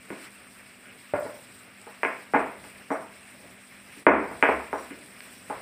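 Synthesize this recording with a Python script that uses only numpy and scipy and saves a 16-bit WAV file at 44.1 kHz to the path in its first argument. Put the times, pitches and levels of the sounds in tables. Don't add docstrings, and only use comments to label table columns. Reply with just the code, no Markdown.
import sys
import numpy as np
from scipy import signal
from scipy.fft import rfft, irfft, next_fast_len
from scipy.io import wavfile

SR = 44100
rng = np.random.default_rng(int(sys.argv[2]) if len(sys.argv) > 2 else 0)


def natural_amplitude(level_db):
    exponent = np.asarray(level_db, float) / 20
    return 10 ** exponent


def store_wav(level_fs):
    pcm = np.round(np.clip(np.atleast_2d(level_fs), -1, 1) * 32767)
    wavfile.write(sys.argv[1], SR, pcm.T.astype(np.int16))


N = 247652
SIZE = next_fast_len(N + SR)


def pestle():
    # t/s, thud/dB under 450 Hz, body/dB, clack/dB over 1400 Hz, echoes/dB
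    blows = [(.103, -24.5, -32.5, -31, -31), (0.125, -42, -36, -72, -30), (.856, -58, -66, -40.5, -26),
             (1.138, -33, -27.5, -32, -22.5), (1.256, -46, -35.5, -44, -22), (1.867, -56, -40, -45, -24.5),
             (2.032, -25.5, -16, -14, -29.5), (2.0491, -22.5, -19, -15.5, -32.5),
             (2.336, -31, -16, -27, -24), (2.342, -25.5, -20.5, -23, -19.5), (2.35, -21, -17.5, -41, -24.5),
             (2.641, -43.5, -43, -38.5, -30), (2.904, -26.5, -22, -33.5, -26.5),
             (2.915, -31, -20.5, -31.5, -25.5), (3.968, -44.5, -64, -64, -27), (4.0664, 1, 2, -3, -29),
             (4.309, -52, -39, -47, -17.5), (4.426, -16.5, -11.5, -4.5, -29.5),
             (4.437, -29, -10.5, -42, -32.5), (4.488, -15.5, -9.5, -27, -29.5),
             (4.729, -25, -18.5, -29, -29), (4.905, -38, -54, -38, -21.5), (5.205, -49, -59, -32.5, -36.5),
             (5.499, -40, -28, -42, -22.5)]
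    # f/Hz, level/dB, t60/s
    counter_modes = [(283, 14, 0.1), (397, -23, 0.27), (470.3, 4.5, 0.13), (567, -11, 0.11),
                     (650.3, 1.5, 0.34), (717.6, -3.5, 0.12), (837.5, 3.5, 0.12), (1045, -2, 0.75),
                     (1080, -11.5, 0.9), (1460, -3, 0.32), (1640, -4, 0.43)]
    s, thud_db, body_db, clack_db, echo_db = np.transpose(blows)
    cushion_db = 0.29 * np.clip(body_db + 45, -60, 25.0)
    click_db = clack_db - 14 - cushion_db
    shares_db = np.array([thud_db, body_db, clack_db, click_db])
    sent_db = shares_db + echo_db
    echoes = sum(room(contact(s[spot::3], sent_db[:, spot::3])) for spot in range(3))
    ringing = 0
    for hz, level_db, t60 in counter_modes:
        column = np.searchsorted([450, 1400], hz)
        luck_db = 2.7 * rng.standard_normal(len(s))
        train = clicks(s + .002, sent_db[column] + level_db + 12 + luck_db)
        ringing = ringing + ring(train, hz, min(t60, .33))
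    return contact(s, shares_db) + echoes + soft(ringing)


def contact(seconds, shares_db):
    # f/Hz, t60/s
    contact_modes = [
        [(280, 0.022), (430, 0.014)],
        [(640, 0.011), (920, .014), (1300, 0.0042)],
        [(1680, 0.0042), (2350, 0.006)],
        [(2850, 0.011), (3250, 0.0048)],
    ]
    # lower edge/Hz, upper edge/Hz
    share_bands = [
        (215, 1770),
        (400, 3006),
        (900, 2710),
        (1900, 3800),
    ]
    out = 0
    for share_db, modes, (low_hz, top_hz) in zip(shares_db, contact_modes, share_bands):
        train = clicks(seconds, share_db + 3.0)
        pulse = sum((-1) ** k * ring(train, hz, t60) for k, (hz, t60) in enumerate(modes))
        pulse = signal.sosfilt(signal.butter(2, low_hz, "high", fs=SR, output="sos"), pulse)
        out = out + signal.sosfilt(signal.cheby1(5, 1, top_hz, fs=SR, output="sos"), pulse)
    return out


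def mortar_rocking():
    # t/s, level/dB
    thumps = [
        (.104, -34.5),
        (.128, -39),
        (2.47, -45),
        (4.93, -45.5),
    ]
    # f/Hz, level/dB, t60/s
    base_modes = [(201, -1, 0.14), (370, -6.5, 0.095)]
    return soft(struck(thumps, base_modes))


def bowl():
    # t/s, level/dB
    bowl_taps = [
        (1.137, -25.5),
        (1.253, -38.5),
    ]
    # f/Hz, level/dB, t60/s
    bowl_modes = [(585, 8, .06), (562, -9, .3), (597, -5, .35), (646, -11, .3), (705, -7, .12),
                  (775, -12, .2), (1380, -11, .15), (1450, -12, .15), (115, -14, .25)]
    direct = soft(struck(bowl_taps, bowl_modes))
    return direct + natural_amplitude(-31) * room(direct)


def dish():
    # t/s, level/dB
    pings = [
        (2.914, -55),
        (4.078, -59.5),
        (4.43, -72),
        (4.74, -61),
        (4.78, -54),
    ]
    # f/Hz, level/dB, t60/s
    dish_modes = [(5750, 0.5, 0.24), (7040, -8, 0.18)]
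    return struck(pings, dish_modes)


def boom():
    # t/s, level/dB
    floor_blows = [
        (1.139, -65),
        (2.337, -56),
        (4.07, -46),
        (4.489, -46.5),
        (4.75, -65),
    ]
    train = clicks(*np.transpose(floor_blows))
    return ring(train, 67.1, 0.78) - ring(train, 72.36, 1.0)


def spits():
    # t/s, level/dB, f/Hz
    fat_spits = [
        (1.2, -34, 14000),
        (5.206, -34, 4600),
        (5.209, -45, 2500),
    ]
    return sum(ring(clicks([at], [db]), hz, 0.0032) for at, db, hz in fat_spits)


def frying():
    # t/s, level/dB
    heat = [(0, -55), (.07, -56.5), (.25, -49.5), (.3, -57), (1.05, -56.5), (1.2, -53), (1.3, -56),
            (2.0, -56.5), (2.04, -53), (2.3, -57), (2.34, -54), (2.5, -55), (3.3, -57), (4.3, -55),
            (4.84, -52.5), (5.0, -58), (5.24, -53.5), (5.62, -54)]
    # f/Hz, density/dB per Hz
    sizzle_spectrum = [(1940, -67), (3300, -5.5), (3680, -9), (4010, -6.5), (4420, -9.5), (5300, -6.5),
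                       (5910, -14), (6600, -19), (8440, 0.5), (9730, -8), (11200, -16), (12100, -22.5),
                       (13900, -12), (14900, -6), (15500, -25)]
    murmur_spectrum = [(410, -27), (700, -29), (715, -12.5), (1160, -0.5), (1530, 1), (2300, 3.5),
                       (2780, 0), (2990, -4.5), (4000, -19), (5200, -76), (8800, -120)]
    sizzle_db = np.interp(np.arange(N) / SR, *np.transpose(heat))
    murmur_db = -53 + 0.79 * (sizzle_db - sizzle_db.mean())
    murmur = natural_amplitude(murmur_db) * coloured(murmur_spectrum, patchy_db=1.44, grain_db=4.0, count=10)
    sizzle = natural_amplitude(sizzle_db) * coloured(sizzle_spectrum, patchy_db=2.0, grain_db=5.0, count=14)
    return murmur + sizzle


def rumble():
    # f/Hz, density/dB per Hz
    rumble_spectrum = [(15, -74), (25, -23), (59, -11.5), (134, -3.5), (172, -6.5), (189, 0), (220, -7.5),
                       (245, -5), (455, -7), (477, -10), (565, -6.5), (712, -8), (1000, -16.5), (1300, -34),
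                       (2200, -120)]
    # t/s, level/dB above the rumble, rise and fall/s
    swells = [
        (0, 2.5, 0.25),
        (1.9, 0.5, .4),
        (2.7, 3, 0.57),
        (3.45, 6, 0.14),
        (4.3, 9.5, 0.48),
        (5.1, 4, 0.28),
        (5.62, 8.5, 0.24),
    ]
    t = np.arange(N) / SR
    swell_db = sum(db * np.clip(1 - abs(t - at) / span, 0, 1) for at, db, span in swells)
    return natural_amplitude(-59 + swell_db) * coloured(rumble_spectrum, patchy_db=1.5, grain_db=2.5)


def hum():
    # f/Hz, level/dB rms
    harmonics = [(199.2, -64.5), (248.5, -64.5), (291, -74.5)]
    t = np.arange(N) / SR
    return sum(np.sqrt(2) * natural_amplitude(db + 0.73 * drift(1.2)) * np.sin(2 * np.pi * hz * t) for hz, db in harmonics)


def room(x):
    # f/Hz, t60/s
    decay_times = [(100, 1), (260, 0.48), (700, 0.41), (1840, 0.47)]
    # f/Hz, level/dB
    echo_colour = [(100, -10), (200, -3), (400, 0), (3000, 0), (5000, -6)]
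    t, tail = np.arange(SR) / SR, 0
    white = rng.standard_normal((2, SR))
    for k, hz in enumerate(100 * 2 ** np.arange(0, 6, .5)):
        sos = signal.butter(2, [hz / 2 ** .25, hz * 2 ** .25], "band", fs=SR, output="sos")
        decay_db = at_hz(echo_colour, hz) - 60 * t / at_hz(decay_times, hz)
        tail = tail + signal.sosfilt(sos, white[k % 2]) * natural_amplitude(decay_db)
    tail = tail * (t > .003)
    return irfft(rfft(x, SIZE) * rfft(tail, SIZE), SIZE)[:N]


def clicks(seconds, db):
    out = np.full(N, 1e-18)
    np.add.at(out, np.round(np.array(seconds) * SR).astype(int), natural_amplitude(np.array(db)))
    return out


def ring(x, hz, t60):
    r, w = natural_amplitude(-60 / (t60 * SR)), 2 * np.pi * hz / SR
    return signal.lfilter([0, np.sin(w)], [1, -2 * r * np.cos(w), r * r], x)


def struck(taps, modes):
    train = clicks(*np.transpose(taps))
    return sum(natural_amplitude(db) * ring(train, hz, t60) for hz, db, t60 in modes)


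def soft(x):
    return signal.sosfilt(signal.butter(3, [80, 2300], "band", fs=SR, output="sos"), x)


def coloured(spectrum, patchy_db, grain_db, count=6):
    grain_height = natural_amplitude(grain_db * np.minimum(rng.exponential(1, N), 3.0))
    bursts = grain_height * (rng.random(N) < 400 / SR)
    white = rng.standard_normal(N) * (1 + bursts)
    hz = np.fft.rfftfreq(SIZE, 1 / SR)
    low, high = spectrum[0][0], spectrum[-1][0]
    shaped = rfft(white, SIZE) * natural_amplitude(at_hz(spectrum, hz)) * (hz > low) * (hz < high)
    place = (np.sqrt(hz) - np.sqrt(low)) / (np.sqrt(high) - np.sqrt(low)) * (count - 1)
    out, together = 0, drift(6.2)
    for k in range(count):
        band = irfft(shaped * np.clip(1 - abs(place - k), 0, 1), SIZE)[:N]
        out = out + band * natural_amplitude(patchy_db * (0.77 * together + drift(25)))
    return rms_one(out)


def drift(rate):
    r = np.exp(-80 * np.pi * rate / SR)
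    white = rng.standard_normal(N // 40 + 2002)
    slow = signal.lfilter([1], [1, -2 * r, r * r], white)[2000:]
    return np.interp(np.arange(N) / 40, np.arange(len(slow)), rms_one(slow))


def rms_one(x):
    return x / np.sqrt(np.mean(x ** 2) + 1e-20)


def at_hz(points, hz):
    table_hz, values = np.array(points).T
    return np.interp(np.log(hz + 1), np.log(table_hz), values)


def duck(depth_db):
    attack_s, hold_s, release_s = 0.012, 0.05, 0.21
    turns = 4.03 + np.cumsum([0, attack_s, hold_s, release_s])
    return natural_amplitude(depth_db * np.interp(np.arange(N) / SR, turns, [0, 1, 1, 0]))


def scene():
    knocks = signal.sosfilt(signal.butter(3, 190, "high", fs=SR, output="sos"), pestle()) * duck(-5.5)
    background = duck(-9) * (rumble() + hum() + frying())
    return (knocks + mortar_rocking() + bowl() + dish() + boom() + spits() + background)[None]


def roll_off(x):
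    return signal.sosfilt(signal.butter(12, 15920, fs=SR, output="sos"), x)


def record(dry):
    rounded = 2.51 * np.tanh(dry / 2.39)
    mix = signal.sosfilt(signal.cheby2(12, 60, 15820, fs=SR, output="sos"), rounded)
    return roll_off(mix)


dry = scene()
out = record(dry)
store_wav(out)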